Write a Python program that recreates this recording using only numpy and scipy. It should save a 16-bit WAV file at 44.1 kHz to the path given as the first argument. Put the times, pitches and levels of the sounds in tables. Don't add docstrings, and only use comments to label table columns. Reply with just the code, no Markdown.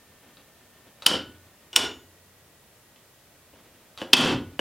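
import sys
import numpy as np
from scipy import signal
from scipy.fft import rfft, irfft, next_fast_len
from scipy.io import wavfile
from scipy.ndimage import uniform_filter1d, minimum_filter1d

SR = 44100
rng = np.random.default_rng(int(sys.argv[2]) if len(sys.argv) > 2 else 0)


def wav_record(signal):
    frames = np.transpose(np.atleast_2d(signal))
    bounded = np.clip(frames, -1, 1)
    quanta = np.round(bounded * 32767).astype(np.int16)
    wavfile.write(sys.argv[1], SR, quanta)


N = 202931
TIME = np.arange(N) / SR
SECOND = TIME[:SR]
CUTOFF_HZ = 15900


def from_db(db):
    return 10 ** (np.asarray(db) / 20)


def rms_one(x):
    return x / np.sqrt(np.mean(x ** 2) + 1e-20)


def at_hz(points, hz):
    known_hz, values = np.transpose(points)
    return np.interp(np.log(np.maximum(hz, 1)), np.log(known_hz), values)


def add(track, s, sound):
    start = round(s * SR)
    track[start:start + len(sound)] += sound[:N - start]


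def dying(t60):
    return np.exp(-np.log(1000) * SECOND / t60)


def ring(modes):
    total = np.zeros(SR)
    for k, (hz, db, t60) in enumerate(modes):
        swing = np.sin(2 * np.pi * hz * SECOND)
        total += (-1) ** k * from_db(db) * dying(t60) * swing
    return total


def soften(x, hz):
    return signal.sosfilt(signal.butter(1, min(hz, CUTOFF_HZ), fs=SR, output="sos"), x)


def noise(spectrum):
    size = next_fast_len(N)
    colour = from_db(at_hz(spectrum, np.fft.rfftfreq(size, 1 / SR)))
    white = rng.standard_normal(size)
    return rms_one(irfft(rfft(white) * colour, size)[:N])


def drift(hz):
    low_pass = signal.butter(2, hz, fs=SR, output="sos")
    slow = signal.sosfilt(low_pass, rng.standard_normal(N + SR))
    return rms_one(slow[SR:])


# frequency in Hz, relative density in dB per Hz.
AIR_COLOUR = [(25, -20.5), (87, 0), (150, -3.5), (300, -7.5), (600, -6.5), (750, -10.5), (1700, -14.5),
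              (3500, -19), (8000, -44.5)]


def still_air(level_db=-60):
    return from_db(level_db) * noise(AIR_COLOUR)


# time in seconds, frequency in Hz.
WHINE_PITCH = [(1.3, 1801), (2.1, 1922)]


def whine(level_db=-69, fade_db_per_s=2, waver_hz=9.2):
    pitch_hz = np.interp(TIME, *np.transpose(WHINE_PITCH))
    pitch_hz = pitch_hz + waver_hz * drift(hz=23)
    sine = np.sqrt(2) * np.sin(2 * np.pi * np.cumsum(pitch_hz) / SR)
    return from_db(level_db - fade_db_per_s * TIME) * sine


# frequency in Hz, relative density in dB per Hz.
RUSTLE_COLOUR = [(60, -10.5), (250, 7.5), (600, 1.5), (1500, -3.5), (3300, -4), (6000, -20.5), (16000, -46)]
# start in seconds, end in seconds, level in dB before the unevenness.
REACHES = [(0.197, 0.795, -63), (1.3, 1.699, -65.5), (3.608, 4.6, -62)]


def rustle(rise_db_per_s=42, fall_db_per_s=22.5, uneven_db=3.5):
    swells_db = []
    for start, end, db in REACHES:
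        before_s, after_s = np.maximum(start - TIME, 0), np.maximum(TIME - end, 0)
        swells_db.append(db - rise_db_per_s * before_s - fall_db_per_s * after_s)
    level_db = np.max(swells_db, axis=0) + uneven_db * drift(hz=12)
    return from_db(level_db) * noise(RUSTLE_COLOUR)


def background():
    return still_air() + rustle() + whine()


# frequency in Hz, echo gain in dB for what is sent in.
SHED_GAIN = [(40, -19), (90, 2), (180, -1), (320, 9.5), (550, 6), (1000, 9), (2000, 3.5), (3000, 4),
             (5000, 3.5), (9000, -1), (15000, -16.5)]
# frequency in Hz, t60 in seconds.
SHED_T60 = [(80, 0.96), (160, 0.38), (300, 0.48), (550, 0.35), (1500, 0.31), (3000, 0.3), (5500, 0.25),
            (9000, 0.2), (14000, .23)]


def shed(x, build_s=0.0013, build_cycles=0.96):
    response, edges = np.zeros(SR), np.geomspace(35, 18000, 23)
    white = rng.standard_normal((2, SR))
    for k, (low, high) in enumerate(zip(edges, edges[1:])):
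        hz = np.sqrt(low * high)
        band_pass = signal.butter(2, [low, high], "band", fs=SR, output="sos")
        band = signal.sosfilt(band_pass, white[k % 2])
        build_up = 1 - np.exp(-SECOND / (build_s + build_cycles / hz))
        tail = band * dying(at_hz(SHED_T60, hz)) * build_up
        even_gain = np.sqrt(2 * (high - low) / SR / np.sum(tail ** 2))
        response += from_db(at_hz(SHED_GAIN, hz)) * tail * even_gain
    return signal.fftconvolve(x, response)[:N]


# frequency in Hz, level in dB within the ring, t60 in seconds.
BOX = [(113.4, -58, .9), (167.7, -53, .5), (245.8, -48.5, 0.61), (290, -42.5, 0.36), (387.5, -50.5, 0.22),
       (663, -51.5, 0.13), (987, -43.5, 0.28), (1157, -52, 0.2), (1407, -54, 0.35), (1470, -53.5, 0.68)]
# frequency in Hz, level in dB within the thump, t60 in seconds.
COVER = [(172.9, -20.5, 0.068), (303, -9, 0.031), (430, -4, 0.0087), (524, -8, 0.038), (1000, -7, 0.0057),
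         (1660, -9, .02), (2960, -2, 0.027)]
# time in seconds, strike level in dB, brightness in Hz.
KNOCKS = [(1.113, -7.5, 1400), (1.139, -14, 700), (3.536, -36.5, 508), (4.0168, -14, 900),
          (4.026, -19, 900), (4.196, 7, 402), (4.255, 2, 292), (4.5925, -10, 2525)]


def knocks(scuff_db=-13, scuff_t60=0.057, box_db=10):
    out = np.zeros(N)
    steel = ring(COVER) + from_db(box_db) * ring(BOX)
    for s, db, bright_hz in KNOCKS:
        scuff = from_db(scuff_db) * rng.standard_normal(SR) * dying(scuff_t60)
        add(out, s, from_db(db) * soften(steel + scuff, bright_hz))
    return out


# time in seconds, ring level in dB, crack in dB against the ring, name of the part that rings.
PRESSES = [(0.37, -45, 9, "handle"), (1.022, -32, 19, "handle"), (1.73, -29.5, 17, "middle"),
           (2.96, -48.5, 15.5, "main"), (3.9755, -33.5, 19.5, "handle"), (4.0152, -32.5, 17, "main")]


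def presses(bright_hz=4000):
    for s, db, crack_db, name in PRESSES:
        yield s, db, bright_hz, crack_db, name


def creak(from_s=3.981, to_s=4.009, count=4, level_db=-35, uneven_db=1.5, crack_db=18.5, bright_hz=2500):
    gap_s = (to_s - from_s) / count
    for k in range(count):
        s = from_s + gap_s * (k + rng.random())
        db = level_db + uneven_db * rng.standard_normal()
        yield s, db, bright_hz, crack_db, "main"


RATTLE_FROM_S, RATTLE_GAP_S, RATTLE_BRIGHT_HZ = 4.1675, 0.038, 4130
RATTLE_DB, RATTLE_LOSS_DB = 5, 13.5
RATTLE_CRACK_DB, RATTLE_DRYING_DB = 22, 4
CHATTER_S, CHATTER_LOSS_DB = 0.006, 6


def rattle(count=5, size=3, uneven=0.06):
    for k in range(count):
        s = RATTLE_FROM_S + RATTLE_GAP_S * k * (1 + uneven * rng.uniform(-1, 1))
        crack_db = RATTLE_CRACK_DB + k * RATTLE_DRYING_DB
        for bounce in range(size):
            db = RATTLE_DB - k * RATTLE_LOSS_DB - bounce * CHATTER_LOSS_DB
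            yield s, db, RATTLE_BRIGHT_HZ, crack_db, "main"
            s += CHATTER_S * rng.uniform(0.5, 2)


LATCH_LEAD_S, LATCH_CRACK_DB = 0.0029, 5.5
REBOUND_S, REBOUND_CRACK_DB = 0.005, 8.5
# time in seconds, snap level in dB, brightness in Hz, crack in dB against the ring,
# latch in dB against the snap, rebound in dB against the snap, name of the breaker.
FLIPS = [(1.0641, 3, 11800, 12.5, -16, -12, "upper"), (1.7615, -1.5, 13000, 17, -17, -6, "middle"),
         (4.1323, 18.5, 4500, 12.5, -41, -3, "main")]


def flips():
    for s, db, bright_hz, crack_db, latch_db, rebound_db, name in FLIPS:
        yield s - LATCH_LEAD_S, db + latch_db, bright_hz, LATCH_CRACK_DB, name
        yield s, db, bright_hz, crack_db, name
        yield s + REBOUND_S, db + rebound_db, bright_hz, REBOUND_CRACK_DB, name


def crack(order=6, scatter=0.55, longest_s=0.0005):
    x = signal.unit_impulse(SR // 10)
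    lags = np.ceil(rng.uniform(0.14, 1, order) * longest_s * SR).astype(int)
    for lag in lags:
        loop = np.r_[1, np.zeros(lag - 1), -scatter]
        x = signal.lfilter(loop[::-1], loop, x)
    return x


BREAKERS = { "handle": [(550, -15.5, .04), (1300, -11.5, 0.044), (2650, -6.5, 0.0083), (3400, -7, 0.011),
            (3850, -4, 0.026), (4550, -2.5, .01)], "upper": [(87.7, -45.5, 0.95), (185, -25, .06),
            (298.6, -30, 0.087), (1328, -29, 0.089), (2980, -5.5, .021), (3235, -11.5, 0.024),
            (3580, -16, 0.021), (4726, -7.5, .008), (5444, -13.5, 0.011), (9400, -8, 0.0045),
            (2750, -38.5, 0.42), (9400, -54.5, .42)], "middle": [(91.3, -44.5, 2.3), (330, -26.5, 0.055),
            (476.7, -24, 0.022), (1452, -24.5, 0.17), (2280, -13, 0.011), (2910, -5.5, 0.032),
            (3400, -3.5, 0.0059), (3556, -8.5, 0.034), (4610, -13, 0.0092), (5540, -6.5, 0.011),
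            (8380, -3.5, 0.0034), (2920, -35.5, 0.44), (5550, -43.5, 0.26), (6799, -48.5, 0.6)],
            "main": [(123, -31.5, 0.2), (171, -28, 0.15), (239, -22.5, 0.087), (279, -21.5, 0.11),
            (1320, -19.5, 0.0093), (2036, -23, 0.018), (2638, -10.5, 0.029), (3129, -4, 0.015),
            (3484, -7, 0.014), (4620, -6, 0.0077), (5570, -5.5, 0.0034), (6330, -13.5, 0.0039)]}


def breakers():
    rings, cracks, box = np.zeros(N), np.zeros(N), ring(BOX)
    voices = {name: ring(modes) + box for name, modes in BREAKERS.items()}
    contacts = [*flips(), *presses(), *creak(), *rattle()]
    for s, db, bright_hz, crack_db, name in contacts:
        add(rings, s, from_db(db) * soften(voices[name], bright_hz))
        add(cracks, s, from_db(db + crack_db) * soften(crack(), bright_hz))
    return rings, cracks


def scene(knock_room_db=-9, case_cut_hz=400, crack_room_db=-0.5, ring_room_db=0.0,
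          ring_direct_db=4, crack_direct_db=-4.0):
    rings, cracks = breakers()
    bumps = knocks()
    direct = from_db(ring_direct_db) * rings + from_db(crack_direct_db) * cracks
    direct = signal.sosfilt(signal.butter(1, case_cut_hz, "high", fs=SR, output="sos"), direct)
    ring_echoes = shed(from_db(ring_room_db) * rings)
    crack_echoes = shed(from_db(crack_room_db) * cracks + from_db(knock_room_db) * bumps)
    sound = direct + bumps + ring_echoes + crack_echoes + background()
    return np.array([sound, sound])


def limiter(x, threshold_db=-8, release_db_per_s=150, attack_s=0.0066):
    level_db = 20 * np.log10(np.abs(x).max(axis=0) + 1e-9)
    over_db = np.maximum(level_db - threshold_db, 0)
    release_db = release_db_per_s * TIME
    held_db = np.maximum.accumulate(over_db + release_db) - release_db
    r = np.exp(-1 / (attack_s * SR))
    cut_db = signal.lfilter([1 - r], [1, -r], held_db)
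    return x * from_db(-cut_db)


def peak_guard(x, size=9):
    room_left = 1 / np.maximum(np.abs(x).max(axis=0), 1)
    return x * uniform_filter1d(minimum_filter1d(room_left, size), size)


# frequency in Hz, relative density in dB per Hz.
HISS_COLOUR = [(15, -42.5), (25, -4), (80, -3.5), (141, -4.5), (962, -7), (3820, -4.5), (14400, -5.5),
               (16000, -6.5)]


def record(dry, hiss_db=-58.5):
    limited = peak_guard(limiter(dry))
    hiss = from_db(hiss_db) * np.array([noise(HISS_COLOUR), noise(HISS_COLOUR)])
    top_cut = signal.ellip(10, 0.1, 70, CUTOFF_HZ, fs=SR, output="sos")
    return signal.sosfilt(top_cut, limited + hiss)


dry = scene()
out = record(dry)
wav_record(out)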